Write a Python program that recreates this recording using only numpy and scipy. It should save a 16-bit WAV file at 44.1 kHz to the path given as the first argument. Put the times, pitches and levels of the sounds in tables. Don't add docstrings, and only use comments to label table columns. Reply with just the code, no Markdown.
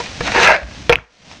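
import sys
import numpy as np
from scipy import signal
from scipy.fft import rfft, irfft, next_fast_len
from scipy.io import wavfile
from scipy.ndimage import uniform_filter1d, minimum_filter1d

SR = 44100
rng = np.random.default_rng(int(sys.argv[2]) if len(sys.argv) > 2 else 0)


def transcribe(signal):
    frames = np.atleast_2d(signal).T
    limited = np.clip(frames, -1, 1)
    pcm = np.round(limited * 32767).astype(np.int16)
    wavfile.write(sys.argv[1], SR, pcm)


N = 61739
TIME_S = np.arange(N) / SR


def amp(db):
    return 10 ** (np.asarray(db) / 20)


def unit_rms(x):
    return x / np.sqrt(np.mean(x ** 2) + 1e-20)


def along(points, hz):
    point_hz, values = np.transpose(points)
    return np.interp(np.log(hz + 1), np.log(point_hz + 1), values)


def level(points):
    time_s, level_db = np.transpose(points)
    outside_s = np.abs(TIME_S - np.clip(TIME_S, time_s[0], time_s[-1]))
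    return amp(np.interp(TIME_S, time_s, level_db) - 600 * outside_s)


def filtered(x, response):
    size = next_fast_len(N + SR // 2)
    return irfft(rfft(x, size) * response(np.fft.rfftfreq(size, 1 / SR)), size)[:N]


def coloured(x, spectrum):
    size = 8192
    cepstrum = irfft(np.log(amp(along(spectrum, np.fft.rfftfreq(size, 1 / SR)))))
    cepstrum[1:size // 2] *= 2
    cepstrum[size // 2 + 1:] = 0
    return signal.fftconvolve(x, irfft(np.exp(rfft(cepstrum))))[:N]


def resonant(x, peaks):
    def response(hz):
        return sum((-1) ** k * amp(db) * 1j * hz * width / (pitch ** 2 - hz ** 2 + 1j * hz * width)
                   for k, (pitch, width, db) in enumerate(peaks))
    return filtered(x, response)


def grains(per_s, spread_db):
    sizes = amp(spread_db * np.clip(rng.standard_normal(N), -2, 2))
    signs = np.sign(rng.standard_normal(N))
    return sizes * signs * (rng.random(N) < per_s / SR)


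def since(start_s):
    return np.maximum(TIME_S - start_s, 0)


def decay(start_s, t60_s):
    return (TIME_S >= start_s) * amp(-60 * since(start_s) / t60_s)


def swell(start_s, attack_s):
    return 1 - np.exp(-since(start_s) / attack_s)


def damped_sine(start_s, pitch_hz, t60_s):
    return decay(start_s, t60_s) * np.sin(2 * np.pi * pitch_hz * since(start_s))


def contact(start_s, t60_s, body):
    chatter = np.sign(rng.standard_normal(N))
    return body(chatter * decay(start_s, t60_s)) / np.std(body(chatter))


# time_s, level_db
GLOVE_LEVELS = [(0, -27.5), (.1, -33), (.19, -33), (.4, -24.5), (.6, -48.5), (.68, -43), (.75, -38),
                (.87, -39), (.98, -51.5), (1.07, -62.5), (1.13, -54.5), (1.21, -51), (1.27, -45),
                (1.33, -39.5), (1.4, -47)]
# frequency_hz, gain_db
GLOVE_SPECTRUM = [(100, -1), (250, -3), (600, 2), (1200, -4), (2400, -0.5), (4000, -3), (6200, -5.5),
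                  (6900, -12), (8800, -22.5), (9800, -32.5), (10600, -72)]
def gloves():
    crinkles = grains(per_s=4300, spread_db=1)
    return level(GLOVE_LEVELS) * unit_rms(coloured(crinkles, GLOVE_SPECTRUM))


# time_s, level_db
RUMBLE_LEVELS = [(0, -36), (.13, -38.5), (.28, -26.5), (.52, -36), (.59, -43), (.72, -39), (.87, -36),
                 (.98, -36), (1.08, -72), (1.2, -58.5), (1.28, -45.5), (1.4, -45.5)]
# frequency_hz, gain_db
RUMBLE_SPECTRUM = [(20, -22.5), (40, -10.5), (62, 4), (90, -1), (200, -3.5), (300, -6.5), (700, -63.5)]
# start_s, level_db
TABLE_THUDS = [(0.211, -28), (.29, -25), (.362, -22.5), (.487, -21), (.626, -20.5), (0.907, -16)]
def table():
    out = level(RUMBLE_LEVELS) * unit_rms(coloured(rng.standard_normal(N), RUMBLE_SPECTRUM))
    for start_s, level_db in TABLE_THUDS:
        thud = damped_sine(start_s, pitch_hz=55.6, t60_s=0.24)
        out += amp(level_db) * thud * swell(start_s, attack_s=0.011)
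    return out


# pitch_hz, level_db, t60_s
BOARD_MODES = [(339.5, -15, 0.069), (478.4, 1, 0.091), (632, -13, 0.11), (718, -7.5, 0.066),
               (918, -20, 0.22), (1014, -19.5, 0.085), (1382, -5, 0.056), (1815, -13.5, .06),
               (2404, -4, 0.029), (2740, -17, 0.01), (3184, -11.5, .024), (3920, -13.5, 0.038),
               (4300, -21, 0.041), (5130, -14.5, 0.029)]
# start_s, ring_db, crack_db, push_db
BOARD_KNOCKS = [(.001, -20.5, -28.5, -52), (0.2066, -17, -15, -18.5), (0.8946, 0, -0.5, -8.5),
                (0.9246, -10, -20.5, -16)]
# frequency_hz, gain_db
KNOCK_SPECTRUM = [(100, 0.5), (400, -9.5), (1000, 7.5), (1600, 1.5), (3200, -5), (5200, -18), (7000, -20.5),
                  (9500, -31.5), (11000, -65.5)]
def board_knocks():
    mute_s = 0.089
    out = np.zeros(N)
    for start_s, ring_db, crack_db, push_db in BOARD_KNOCKS:
        ring = sum((-1) ** k * amp(level_db + rng.standard_normal()) * damped_sine(start_s, pitch_hz, t60_s)
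                   for k, (pitch_hz, level_db, t60_s) in enumerate(BOARD_MODES))
        ring *= swell(start_s, attack_s=0.00075) * np.exp(-(since(start_s) / mute_s) ** 4)
        push = damped_sine(start_s, pitch_hz=144, t60_s=0.041)
        crack = contact(start_s, t60_s=0.034, body=lambda x: coloured(x, KNOCK_SPECTRUM))
        out += amp(ring_db) * ring + amp(push_db) * push + amp(crack_db) * crack
    return out


# start_s, crack_db, crack_t60_s, pitch_hz, ring_db
CRUST_SNAPS = [(.002, -25, 0.057, 966, -14), (0.06, -24, 0.035, 2500, -25), (0.2063, -20, .014, 1702, -16),
               (.275, -14, 0.04, 2717, -19), (0.318, -12.5, 0.037, 1985, -17),
               (.348, -22, 0.012, 957, -5.5), (.3585, -20.5, 0.014, 380, -8.5),
               (0.381, -15, 0.018, 1740, -12), (0.432, -11.5, 0.028, 2656, -14.5),
               (0.473, -5, 0.031, 1608, -5), (.485, -16.5, 0.019, 640, -1), (0.498, -18, 0.005, 906, -7),
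               (.518, -7, 0.0059, 614, -4), (0.5251, -16, .008, 4020, -21), (0.537, -27, .025, 1702, -7.5),
               (.564, -16.5, .01, 2300, -22.5), (.586, -33.5, 0.013, 606, -16),
               (0.63, -30.5, 0.037, 1660, -34.5), (0.711, -34, .05, 1640, -39),
               (1.314, -30.5, 0.018, 5400, -35.5)]
# frequency_hz, gain_db
SNAP_SPECTRUM = [(200, -19.5), (700, 5), (1500, 0.5), (2500, 7), (3300, -4.5), (6000, -9.5), (8500, -26),
                 (9800, -33.5), (10700, -80)]
def crust_snaps():
    out = np.zeros(N)
    for start_s, crack_db, crack_t60_s, pitch_hz, ring_db in CRUST_SNAPS:
        crack = contact(start_s, crack_t60_s, lambda x: coloured(x, SNAP_SPECTRUM))
        ring = damped_sine(start_s, pitch_hz, t60_s=0.052) * swell(start_s, attack_s=0.0019)
        out += amp(crack_db) * crack + amp(ring_db) * ring
    return out


# time_s, gain_db
CUT_FORCE = [(.235, -33), (.252, -27), (.284, -17), (.311, -26), (.322, -28.5), (.337, -24.5), (.351, -10),
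             (.392, -12), (.412, -13.5), (.436, -6.5), (.486, -8), (.52, -10.5), (.53, -14.5), (.55, -10),
             (.578, -26.5), (.62, -36.5), (.645, -47.5), (.69, -40.5)]
# frequency_hz, gain_db
CRUST_SPECTRUM = [(100, -28.5), (280, -16.5), (400, -4.5), (900, -3), (1130, -5.5), (1600, -0.5),
                  (2700, -5), (3200, -25.5), (5000, -17.5), (7000, -46.5), (9500, -55.5), (11000, -96.5)]
# peak_s, span_s, pitch_hz, width_hz, gain_db
CUT_RESONANCES = [(.275, 0.036, 676, 60, -5.5), (0.376, 0.021, 377, 18, -3.5),
                  (0.378, 0.043, 481, 20, -10.5), (0.388, 0.046, 919, 120, -6),
                  (0.502, 0.022, 880, 110, -7), (0.501, 0.014, 635, 66, -3), (.62, .06, 623, 58, -0.5),
                  (.47, 0.043, 1346, 51, -9.5), (.52, 0.13, 1620, 130, -7.5), (.52, 0.06, 2050, 150, -8),
                  (0.471, 0.048, 2627, 200, -10.5), (.47, 0.063, 184.7, 19, -21)]
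# time_s, level_db
FLAKE_LEVELS = [(0.235, -31), (0.279, -25), (0.285, -37), (0.421, -18.5), (0.429, -14), (0.565, -38.5),
                (0.585, -44), (0.62, -44.5)]
# frequency_hz, gain_db
FLAKE_SPECTRUM = [(800, -27.5), (2500, 3), (3300, -3), (4000, 2), (5000, -10), (6200, -4), (6900, -13.5),
                  (8500, -22.5), (9900, -41.5), (10700, -80)]
def knife_cut():
    cracks_per_s, crunch_db = 1500, -3
    crunch = amp(crunch_db) * unit_rms(coloured(grains(cracks_per_s, spread_db=3), CRUST_SPECTRUM))
    for peak_s, span_s, pitch_hz, width_hz, gain_db in CUT_RESONANCES:
        band = [(pitch_hz, 1.48 * width_hz, 0)]
        cracks = grains(cracks_per_s, spread_db=2.5)
        ring = unit_rms(resonant(resonant(cracks, band), band))
        crunch += amp(gain_db) * ring * np.exp(-0.5 * ((TIME_S - peak_s) / span_s) ** 2)
    flakes = unit_rms(coloured(grains(per_s=3000, spread_db=1), FLAKE_SPECTRUM))
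    return level(CUT_FORCE) * crunch + level(FLAKE_LEVELS) * flakes


# pitch_hz, width_hz, gain_db
BLADE_MODES = [(932, 240, -1), (1790, 200, -5), (2084, 300, -3), (2580, 310, 2), (2685, 300, -6),
               (4730, 1200, -20), (6300, 230, -20)]
def blade_body(x, top_hz=7500):
    return filtered(resonant(x, BLADE_MODES), lambda hz: 1 / (1 + (hz / top_hz) ** 10))


# start_s, tick_db, tick_hz, ring_db, t60_s
BLADE_BOUNCES = [(.895, 3, 3330, -22.5, .02), (0.9138, -19, 2580, -15.5, 0.052),
                 (0.9248, -4, 2400, -4, 0.029), (.931, -1.5, 2480, -13.5, 0.062),
                 (0.9565, 1, 2524, -27, 0.016), (0.987, -18.5, 1490, -36, 0.0243)]
def blade_clatter():
    tick_rise_s = 0.00055
    out = np.zeros(N)
    for start_s, tick_db, tick_hz, ring_db, t60_s in BLADE_BOUNCES:
        age_s = since(start_s)
        burst = (age_s / tick_rise_s * np.exp(1 - age_s / tick_rise_s)) ** 2
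        tick = burst * np.sin(2 * np.pi * tick_hz * age_s)
        out += amp(tick_db) * tick + amp(ring_db) * contact(start_s, t60_s, blade_body)
    return out


# frequency_hz, t60_s
KITCHEN_DECAY = [(150, .22), (500, 0.27), (1300, 0.43), (2500, 0.28), (4000, 0.24), (10000, 0.11)]
def kitchen(x):
    hz, time_s, noise = signal.stft(rng.standard_normal(SR // 2), SR, nperseg=256)
    fade = amp(-60 * time_s / along(KITCHEN_DECAY, hz)[:, None])
    tail = signal.istft(noise * fade, SR, nperseg=256)[1]
    return signal.fftconvolve(x, tail / np.linalg.norm(tail))[:N]


def scene():
    room_db, blade_send = -21.5, 0.66
    bread_and_board = knife_cut() + crust_snaps() + board_knocks()
    blade = blade_clatter()
    room = amp(room_db) * kitchen(bread_and_board + blade_send * blade)
    return (bread_and_board + blade + room + gloves() + table())[None]


def record(dry):
    limit_db, limit_s, top_hz = 1.3, 0.00088, 16000
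    span = int(limit_s * SR)
    needed_gain = np.minimum(1, amp(limit_db) / (np.abs(dry[0]) + 1e-9))
    limited = dry[0] * uniform_filter1d(minimum_filter1d(needed_gain, span), span)
    return filtered(np.clip(limited, -1, 1), lambda hz: hz < top_hz)[None]


dry = scene()
out = record(dry)
transcribe(out)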